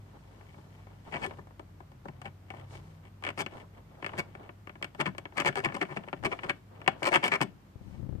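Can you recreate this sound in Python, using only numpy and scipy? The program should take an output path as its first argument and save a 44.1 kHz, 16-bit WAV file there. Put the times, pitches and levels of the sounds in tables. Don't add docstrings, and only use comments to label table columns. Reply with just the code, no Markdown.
import sys
import numpy as np
from scipy import signal
from scipy.fft import rfft, irfft, next_fast_len
from scipy.io import wavfile
from scipy.ndimage import map_coordinates

SR = 44100
rng = np.random.default_rng(int(sys.argv[2]) if len(sys.argv) > 2 else 0)


def file_out(sig):
    cols = np.atleast_2d(sig).T
    lim = np.clip(cols, -1, 1)
    pcm = np.round(lim * 32767).astype(np.int16)
    wavfile.write(sys.argv[1], SR, pcm)


N = 361619

# edge in dB, crispness in dB, thump in dB.
STROKES = [(1.12, 1.171, 0.73, -40, 1, -19.5, -7.5), (1.214, 1.261, 0.82, -39.5, 1, -13.5, -6),
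           (1.38, 1.401, 0.2, -47.5, -14, -29, -1.5), (2.052, 2.061, 0.5, -40, -21, -35, -4),
           (2.081, 2.091, 0.77, -42, -8, -22, 0), (2.242, 2.281, 0.38, -46.5, -2.5, -18, -2),
           (3.379, 3.424, 0.56, -38, 1, -4.5, -6.5), (4.176, 4.207, 0.6, -37, 3.5, -7, -5),
           (4.988, 5.007, 0.7, -37, -2.5, -24, -2), (5.053, 5.093, 0.35, -40, -1.5, -20, 1.5),
           (5.365, 5.411, 0.32, -35.5, 2, -16, -7), (5.454, 5.493, 0.65, -29.5, 1, -12, -24),
           (5.565, 5.605, 0, -36, -1.5, -13, -6.5), (5.638, 5.665, 0.44, -33.5, 3.5, -19, -4.5),
           (5.668, 5.706, .6, -44, -1.5, -35, -5), (5.739, 5.771, 0.4, -37.5, -3.5, -14.5, -7),
           (5.808, 5.835, 0.64, -36, 0.5, -20, -8), (5.887, 5.934, 0.43, -45, -5.5, -29, 1),
           (5.963, 5.976, 0.6, -35, 0, -22, -2.5), (6.245, 6.27, 0, -31, 0, -11, -10),
           (6.311, 6.335, 0.86, -36, 1, -22, -19), (6.432, 6.452, 0.1, -39.5, 0, -18, -9),
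           (6.486, 6.511, 0.75, -37.5, 6, -15, -10), (7.029, 7.09, 0.6, -31.5, -0.5, -10, -35),
           (7.116, 7.134, .8, -28, 0, -18.5, -26), (7.134, 7.173, 0.7, -27, 3.5, -13.5, -35),
           (7.225, 7.284, 0.41, -34, 0.5, -10, -27), (7.315, 7.367, 0.31, -33, 5.5, -14, -31),
           (7.412, 7.425, 0.06, -29.5, 0, -6.5, -0.5)]
# edge in dB, crispness in dB.
SNAPS = [(0.41,-57.5,-2,-24), (0.543,-56.5,-5,-28), (0.585,-53,-21,-32), (0.869,-51.5,-21,-28.5),
         (1.123,-48,1,-17), (1.139,-43,8,-20), (1.166,-42,-7,-25), (1.179,-45,-8,-21), (1.239,-46,10,-17),
         (1.263,-48.5,4.5,-2), (1.309,-46,-3,-25), (1.471,-52.5,-16,-23), (1.508,-55,-19,-25),
         (1.595,-42,-12,-21.5), (1.804,-47,-16,-27), (1.918,-55,-12,-16), (2.2163,-47,-3,-11),
         (2.2563,-47,2,-15), (2.5036,-45,2.5,-14.5), (2.538,-43.5,-17,-28.5), (3.2247,-46.5,-9,-19),
         (3.238,-45,8,-8), (3.25,-42,6,-12), (3.2657,-39.5,6,-17), (3.275,-39,2,-18), (3.2889,-38,3,-14),
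         (3.303,-44.5,1.5,-13), (3.376,-39.5,-4,-19), (3.399,-38,-2,-16), (3.4629,-41,4.5,-13),
         (4.0256,-41,-2,-27), (4.045,-40.5,5.5,-18), (4.0634,-39,4.5,-11), (4.092,-47,2,-27),
         (4.135,-41,-8,-31), (4.351,-45.5,-3.5,-24), (4.4918,-45,-4.5,-36), (4.672,-46,-1,-19),
         (4.6943,-47,1,-23), (4.755,-50,-4,-29), (4.814,-47,-21,-29), (4.8261,-42,8.5,-5),
         (4.8438,-43.5,6.5,-6), (4.9482,-47,-6,-17), (5.0009,-41.5,5.5,-9), (5.0053,-33.5,1,-14),
         (5.011,-34.5,6,-8.5), (5.024,-38,-18,-38), (5.058,-39.5,4.5,-18), (5.064,-39,6,-13),
         (5.149,-49.5,-6,-23), (5.182,-40.5,0.5,-8), (5.2546,-42,0,-26), (5.323,-53.5,-5,-30),
         (5.371,-42,-4,-9), (5.3797,-43,4,0.5), (5.4015,-42,10,4), (5.4082,-39,7,-11),
         (5.4193,-37.5,1.5,-16), (5.448,-35,0,-17), (5.4596,-39,9,-4), (5.473,-35.5,8,-9),
         (5.527,-54,6,-13), (5.556,-39,3.5,-8.5), (5.648,-42.5,13,0), (5.7226,-46,1,-27),
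         (5.8142,-35.5,6,-16), (5.827,-36.5,1.5,-17), (5.852,-53,7,-19), (5.9223,-46,-3,-25.5),
         (6.037,-49.5,-3.5,-28.5), (6.0765,-43.5,-14,-29), (6.085,-47,2,-21), (6.129,-33.5,-5,-32),
         (6.134,-39.5,-9.5,-27), (6.2275,-46,-10,-25), (6.237,-37,-6,-21), (6.3896,-48,7,-32),
         (6.4326,-43,-1,-26), (6.4954,-37,9.5,-9.5), (6.816,-48,-1,-19), (6.8627,-45,1,-29),
         (6.8772,-23.5,3.5,-13.5), (7.0211,-33,-21,-44), (7.0299,-37,4,-6), (7.0764,-39.5,5,-3),
         (7.14,-36,9.5,-3), (7.1473,-36,11,-7), (7.2315,-31.5,-2,-23), (7.2404,-36.5,11,-3.5),
         (7.2465,-46,5,-3), (7.2803,-40.5,7.5,-2), (7.3178,-35,0.5,-22), (7.4065,-33,-4,-24),
         (7.413,-33.5,4,-11), (7.4308,-43,4,-1)]
# start in seconds, peak level in dB, pitch in Hz.
PANEL_KNOCKS = [(1.156, -32, 255), (1.241, -38, 255), (1.272, -34, 380), (2.503, -36.5, 776),
                (4.184, -37.5, 145), (4.992, -31.5, 377), (5.002, -35, 292), (5.019, -39, 145),
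                (5.081, -38, 145), (5.459, -26, 380), (5.487, -27, 145), (5.562, -28, 776),
                (5.574, -28, 380), (5.671, -36, 145), (5.82, -30, 341), (6.131, -51, 303),
                (6.265, -27, 380), (6.322, -32, 380), (6.879, -18, 776), (7.073, -26, 577),
                (7.113, -23.5, 633), (7.174, -33, 145), (7.411, -23.5, 310), (7.44, -39, 380)]
# frequency in Hz, width in Hz, level in dB, left over right in dB.
CASE_MODES = [(140, 29.4, 12, 7), (255, 280, -6, -1.5), (312, 87, 2, 2), (386.7, 36.6, 6.5, 5.5),
              (577, 52, 3.5, 3.5), (679, 48, -30, 17), (776, 52, -3.5, 26), (1028, 59, 5, 6.5),
              (1199, 63, -2.5, 7), (1398, 54, 3, 0.5), (1560, 15, -16, 7), (1755, 53, 10, 7),
              (2240, 60, 10, 0.5), (2693, 59, -1.5, 7), (3020, 135, -5, 8), (3430, 23, -6.5, 5.5),
              (4330, 370, -24.5, 13), (4936, 150, -19.5, 2), (8540, 120, -31, 14)]
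# frequency in Hz, level in dB.
PANEL_COLOUR = [(60, -17), (140, 2.5), (330, -4), (470, -12), (650, 3), (1300, -2), (2300, 1.5), (2950, 2),
                (3700, -17), (4800, -16), (6500, -20), (8600, -15), (9800, -33), (12300, -27),
                (15500, -40.5)]
# frequency in Hz, time in seconds.
PANEL_T60 = [(150, 0.23), (800, 0.052), (2500, 0.032), (5000, 0.034), (12000, 0.037)]
# frequency in Hz, phase in radians.
LEFT_LEAD = [(100, .1), (300, .3), (450, 1.2), (950, 1.0), (1450, 3.1), (2200, 2.2), (3000, 3.1),
             (4300, 4.0), (8000, 7.2), (15000, 12.0)]
# frequency in Hz, left over right in dB.
LEFT_LOUDER = [(100, 10), (400, 2.5), (750, 10), (1400, -2), (2300, 13.5), (4400, 11), (8000, 12),
               (15000, 7)]
# middle in seconds, half length in seconds, level in dB, hiss relative to it in dB.
RUBS = [(.5, 0.47, -61, -14.5), (.49, 0.035, -66.5, -32), (.59, 0.02, -68, -19), (.75, 0.046, -69, -22),
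        (1.08, 0.019, -59, -22), (1.24, 0.091, -51, -20), (2.43, 0.032, -79, -25), (2.15, 0.028, -63, -26),
        (2.57, 0.052, -50, -26), (2.742, 0.031, -49, -12), (2.883, 0.071, -60.5, -13),
        (3.064, 0.015, -51, -31), (3.57, 0.041, -46.5, -23), (3.77, 0.024, -58, -33),
        (4.117, 0.11, -50.5, -23), (4.42, 0.05, -55, -37), (5.75, 0.025, -47.5, -35),
        (5.86, .012, -71, -21), (5.95, 0.1, -52, -24), (6.17, 0.02, -57, -22), (6.37, 0.057, -54, -16.5),
        (6.47, 0.014, -50, -34), (6.56, 0.022, -55, -22), (6.87, 0.088, -52.5, -34),
        (7.927, 0.084, -62, -12)]
# frequency in Hz, level in dB.
RUB_COLOUR = [(100, 7), (350, 11.5), (900, 8.5), (1600, -3), (2400, -15), (4000, -17.5), (12000, -94)]
# middle in seconds, half length in seconds, rumble in dB.
GRIP_SHIFTS = [(6.254, 0.045, -45), (7.884, 0.048, -48.5), (8.103, 0.09, -40)]
# frequency in Hz, level in dB.
HANDLING_COLOUR = [(15, -24), (40, 6), (100, 8.5), (200, 7.5), (400, -10), (800, -48), (2000, -72.5)]
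# start in seconds, peak level in dB.
BUMPS = [(6.203, -36), (6.229, -42), (6.254, -29), (6.282, -37), (6.312, -43), (7.708, -62), (7.757, -34),
         (7.812, -34.5), (7.877, -41), (7.911, -34), (7.943, -34.5), (7.982, -34), (7.997, -33),
         (8.03, -28), (8.051, -33), (8.066, -31), (8.092, -22.5), (8.126, -26), (8.152, -26), (8.184, -32)]
# frequency in Hz, level in dB.
AIR_COLOUR = [(20, -28), (45, -27), (78, -2), (150, -1), (200, -4), (280, -8.5), (450, -15.5),
              (1000, -19.5), (2000, -27), (4000, -34.5), (8000, -40), (10500, -44.5), (13000, -39),
              (15500, -46)]
# ratio to the hum's base pitch, relative level in dB.
HUM_LINES = [(0.533, -5.5), (0.83, -6.5), (0.999, 1), (1.345, -9), (1.619, -6.5), (2, -13.5)]
# time in seconds, pitch in Hz.
HUM_PITCH = [(0, 101.5), (.8, 100.4), (1.4, 98.3), (1.8, 94.9), (2.2, 94.7), (2.5, 98.2), (3.3, 97.5),
             (4.5, 100.6), (5.8, 103.3), (8.2, 98.5)]
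# frequency in Hz, time in seconds.
ROOM_T60 = [(150, 0.57), (1000, 0.13), (4000, 0.25), (12000, 0.11)]

SIZE = 16384
HZ = np.fft.rfftfreq(SIZE, 1 / SR)
TIME = np.arange(N) / SR
TOP_HZ = 15100
THUMP_HZ, EDGE_HZ, CRISP_HZ = 250, 1200, 4000
SLIP_HZ, SLIP_DOUBLING_DB = 184.6, 20
SNAP_THUMP_DB = -10.5
CRACK_TOP_HZ, CRACK_OCTAVE_DB = 19300, 25
KNOCK_SPREAD_OCT, KNOCK_RISE_S = 0.14, 0.0032
DRAG_DB, DRAG_SPREAD, DRAG_HISS_DB = -19.5, 0.65, -10
BUMP_KNOCK_DB, BUMP_EDGE_DB, BUMP_CRISP_DB, BUMP_THUMP_DB = -26, -20, -47, 4
HUM_DB, HUM_FADE_DB_PER_S = -53.5, 0.86
HUM_SWELL_S, HUM_SWELL_HALF_S, HUM_SWELL_DB = 2.77, 0.11, 5.5
HUM_GUEST_RATIO, HUM_GUEST_S, HUM_GUEST_HALF_S, HUM_GUEST_DB = 1.36, 2.3, .55, -3


def strokes(uneven=.36, size_db=1.7, ends_db=-8.0, grit_db=-5, grit_life=0.00094, crumb_rate=2500,
            drag_db=-6, drag_hz=1200, drag_ends_db=0.5, run_up=.009, crackle_db=-11,
            crackle_hz=1800, crackle_spread_oct=0.71, bite=0.23):
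    track = np.zeros((2, N))
    t = np.arange(SIZE) / SR
    crumble = np.exp(-t / grit_life)
    for start, end, hardest, db, edge_db, crisp_db, thump_db in STROKES:
        length = max(end - start, .005)
        rate = SLIP_HZ * 2 ** (edge_db / SLIP_DOUBLING_DB)
        peak_s = length * np.clip(hardest, .1, .9)
        knots = run_up + np.array([-run_up, 0, peak_s, length, length + run_up])
        slack = np.interp(t, knots, [0, 1, 0.078, 0.8, 3.9])
        push = amp(ends_db * slack)

        gaps, sizes, tips = np.clip(rng.standard_normal((3, 40)), -2, 2)
        waits = np.exp(uneven * gaps) / rate
        times = np.cumsum(waits) - waits[0] / 2
        keep = (times < length) | (times == times[0])
        at = ((run_up + times[keep]) * SR).astype(int)
        slips = push * np.bincount(at, amp(size_db * sizes)[keep], SIZE)

        crumbs = rng.standard_normal(SIZE) * (rng.random(SIZE) < crumb_rate / SR)
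        crumbling = signal.fftconvolve(slips, crumble)[:SIZE]
        grit = amp(grit_db) * unit(crumbling * crumbs)

        pitches = crackle_hz * 2 ** (crackle_spread_oct * tips[keep])
        crackle = amp(crackle_db) * crackles(at / SR, slips[at], pitches)

        scrape = band(rng.standard_normal(SIZE), drag_hz, "low", order=2)
        drag = unit(amp(drag_ends_db * slack) * (t < knots[-1]) * scrape)
        drag = amp(drag_db) * drag * np.sqrt(2 * drag_hz / SR)

        force = unit(slips) + grit + crackle + drag
        crack = (unit(slips) + grit) * push ** bite
        slide = np.clip((t - run_up) / length, 0, 1)
        sound = contact(force, crack, length, db, edge_db, crisp_db, thump_db, slide)
        add(track, start - run_up, sound)
    return track


def crackles(times, sizes, pitches, cycles=1.18):
    t = np.maximum(TIME[:SIZE // 2] - times[:, None], 0)
    turns = t * pitches[:, None]
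    strength = (sizes * np.sqrt(pitches))[:, None]
    rings = strength * np.sin(2 * np.pi * turns) * np.exp(-turns / cycles)
    return unit(np.pad(rings.sum(axis=0), (0, SIZE // 2)))


def snaps(length=0.011):
    track = np.zeros((2, N))
    blow = np.ones(1)
    for s, db, edge_db, crisp_db in SNAPS:
        add(track, s, contact(blow, blow, length, db, edge_db, crisp_db, SNAP_THUMP_DB))
    return track


def contact(force, crack, length, db, edge_db, crisp_db, thump_db, slide=0):
    places = [(np.cos(slide * np.pi / 2), case_response())]
    if np.any(slide):
        places.append((np.sin(slide * np.pi / 2), case_response()))

    def through_case(x):
        spectrum = sum(rfft(x * share, SIZE) * response for share, response in places)
        return irfft(spectrum) * np.linspace(1, 0, SIZE)

    sound = through_case(force)
    cracks = through_case(crack)
    thump = band(sound, [125, THUMP_HZ], "band", order=2)
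    knock = band(band(sound, EDGE_HZ, "low"), THUMP_HZ, "high", order=2)
    edge = band(sound, [EDGE_HZ, CRISP_HZ], "band")
    top_hz = np.clip(CRACK_TOP_HZ * 2 ** (crisp_db / CRACK_OCTAVE_DB), CRISP_HZ, TOP_HZ)
    crisp = band(band(cracks, CRISP_HZ, "high"), top_hz, "low", order=1)
    mix = unit(knock) - amp(thump_db) * unit(thump)
    mix = mix + amp(edge_db) * unit(edge) + amp(crisp_db) * unit(crisp)
    return amp(db) * mix * np.sqrt(length * SR / SIZE)


def case_response(crack_db=-4, crowd_db=-2, modes_db=3, scatter_db=2):
    modes = 0
    for k, (f, w, db, left) in enumerate(CASE_MODES):
        f = f * np.exp(.016 * rng.standard_normal())
        strength = amp(db + scatter_db * rng.standard_normal()) * (-1) ** k * pan(left)
        resonance = 1j * HZ * w / (f * f - HZ ** 2 + 1j * HZ * w)
        modes = modes + strength * resonance / (1 + .5j * HZ / f)

    cepstrum = irfft(np.log(amp(along(PANEL_COLOUR, HZ))))
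    cepstrum[1:SIZE // 2] *= 2
    cepstrum[SIZE // 2 + 1:] = 0
    panel = np.exp(rfft(cepstrum)) * pan(along(LEFT_LOUDER, HZ))

    crowd = rfft(tail(PANEL_T60, size=64))
    apart = along([(300, 0.34), (1200, 2.06)], HZ)
    crowd[1] = np.cos(apart) * crowd[0] + np.sin(apart) * crowd[1]

    lag = np.exp(-1j * np.outer([0, 1], along(LEFT_LEAD, HZ)))
    return lag * (panel * (amp(crack_db) + amp(crowd_db) * crowd) + amp(modes_db) * modes)


def knocks(damping=0.71):
    track = np.zeros((2, N))
    t = TIME[:SIZE // 2]
    hz, width, _, left = np.transpose(CASE_MODES)
    lag = np.outer([0, 1], along(LEFT_LEAD, hz))[:, :, None]
    phase = 2 * np.pi * hz[:, None] * t - lag
    decay = np.exp(-np.pi * damping * width[:, None] * t)
    rise = 1 - np.exp(-t / KNOCK_RISE_S)
    modes = pan(left)[:, :, None] * np.sin(phase) * decay * rise
    for s, db, pitch in PANEL_KNOCKS:
        octaves_off = np.log2(hz / pitch)
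        ring = np.exp(-(octaves_off / KNOCK_SPREAD_OCT) ** 2) @ modes
        add(track, s, amp(db) * ring / np.abs(ring).max())
    return track


def rubs(grain_db=1.5, pressure_db=4.5, speck_rate=110, speck_db=-6):
    rows = list(RUBS)
    for start, end, _, db, *_ in STROKES:
        rows.append(((start + end) / 2, DRAG_SPREAD * (end - start), db + DRAG_DB, DRAG_HISS_DB))
    swells = [amp(db) * swell(s, half) for s, half, db, _ in rows]
    hiss = sum(level * amp(row[3]) for level, row in zip(swells, rows))

    grain = unit(amp(grain_db * wobble(180) + pressure_db * wobble(25)))
    dull = noise(RUB_COLOUR, width=0.42) * grain

    specks = (rng.random(N) < speck_rate / SR) * np.sign(rng.standard_normal(N)) * rng.random(N)
    answer = irfft(case_response())[:, :SIZE // 2]
    ticks = unit(signal.fftconvolve(specks[None], answer, axes=1)[:, :N])

    hiss_colour = [(1000, 2), (4000, 19.0), (8500, 12.0), (10500, 6.5), (15000, -8.5)]  # Hz, dB
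    bright = hiss * noise(hiss_colour, width=1)
    return (sum(swells) * (dull + amp(speck_db) * ticks) + bright) * pan(1.3)


def handling(bump_hz=105, bump_life=0.0029, pad_s=0.002, length=0.014):
    grip = sum(amp(db) * swell(s, half) for s, half, db in GRIP_SHIFTS)
    track = grip * unit(amp(2.4 * wobble(34))) * noise(HANDLING_COLOUR, width=0.61)
    t = np.arange(SIZE) / SR
    push = np.sin(2 * np.pi * bump_hz * t) * np.exp(-t / bump_life)
    pad = np.sin(np.pi * np.minimum(t / pad_s, 1)) ** 2
    for s, db in BUMPS:
        knock = contact(pad, pad, length, db + BUMP_KNOCK_DB, BUMP_EDGE_DB, BUMP_CRISP_DB, BUMP_THUMP_DB)
        add(track, s, amp(db) * push / push.max() + knock)
    return band(track, 40, "high", order=2) * pan(26)


def workshop(air_db=-58, waver_db=3.0, drift=0.29):
    phase = 2 * np.pi * np.cumsum(np.interp(TIME, *np.transpose(HUM_PITCH))) / SR
    hum = 0
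    for ratio, db in HUM_LINES:
        level = amp(db + waver_db * wobble(6.1))
        hum = hum + level * np.sin(ratio * phase + drift * wobble(5.6))
    guest_level = amp(HUM_GUEST_DB + waver_db * wobble(6.14)) * swell(HUM_GUEST_S, HUM_GUEST_HALF_S)
    hum = hum + guest_level * np.sin(HUM_GUEST_RATIO * phase + drift * wobble(10.0))
    hum_db = HUM_DB - HUM_FADE_DB_PER_S * TIME + HUM_SWELL_DB * swell(HUM_SWELL_S, HUM_SWELL_HALF_S)
    return (amp(air_db) * noise(AIR_COLOUR, width=0.17) + amp(hum_db) * hum) * pan(0.7)


def amp(db):
    return 10 ** (np.asarray(db) / 20)


def unit(x):
    return x / np.sqrt(np.mean(x ** 2) + 1e-20)


def along(points, hz):
    f, v = np.transpose(points)
    return np.interp(np.log(hz + 1), np.log(f + 1), v)


def pan(db):
    gains = amp(np.array([np.atleast_1d(db), -np.atleast_1d(db)]) / 2)
    return gains / np.sqrt(np.mean(gains ** 2, axis=0))


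def band(x, hz, kind, order=4):
    return signal.sosfilt(signal.butter(order, hz, kind, fs=SR, output="sos"), x)


def add(track, s, sound):
    part = track[:, max(0, round(s * SR)):][:, :sound.shape[-1]]
    part += sound[..., :part.shape[1]]


def swell(s, half):
    return np.exp(-((TIME - s) / half) ** 2 / 2)


def wobble(rate):
    return map_coordinates(rng.standard_normal(int(N * rate / SR) + 4), [TIME * rate])


def noise(colour, width):
    size = next_fast_len(N + SIZE)
    hz = np.fft.rfftfreq(size, 1 / SR)
    spread = along([(150, width), (1200, 1.0)], hz)
    spectrum = rfft(rng.standard_normal((2, size))) * amp(along(colour, hz))
    spectrum[1] *= spread
    mid, side = irfft(spectrum, size)[:, :N]
    return unit(np.array([mid + side, mid - side]))


def tail(t60, size):
    hz, t, z = signal.stft(rng.standard_normal((2, SIZE)), SR, nperseg=size)
    decay = amp(-60 * t / along(t60, hz)[:, None])
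    ring = signal.istft(z * decay, SR, nperseg=size)[1][:, :SIZE]
    return unit(ring) / np.sqrt(SIZE)


def scene(room_db=-21):
    blade = strokes() + snaps() + knocks()
    room = np.pad(tail(ROOM_T60, size=256), ((0, 0), (SR // 150, 0)))
    echo = signal.fftconvolve(blade, room, axes=1)[:, :N]
    echo = amp(room_db) * band(echo, 9400, "low", order=1)
    return blade + echo + rubs() + handling() + workshop()


def record(dry):
    size = next_fast_len(N + SIZE)
    kept = np.fft.rfftfreq(size, 1 / SR) < TOP_HZ
    return irfft(rfft(dry, size) * kept, size)[:, :N]


dry = scene()
out = record(dry)
file_out(out)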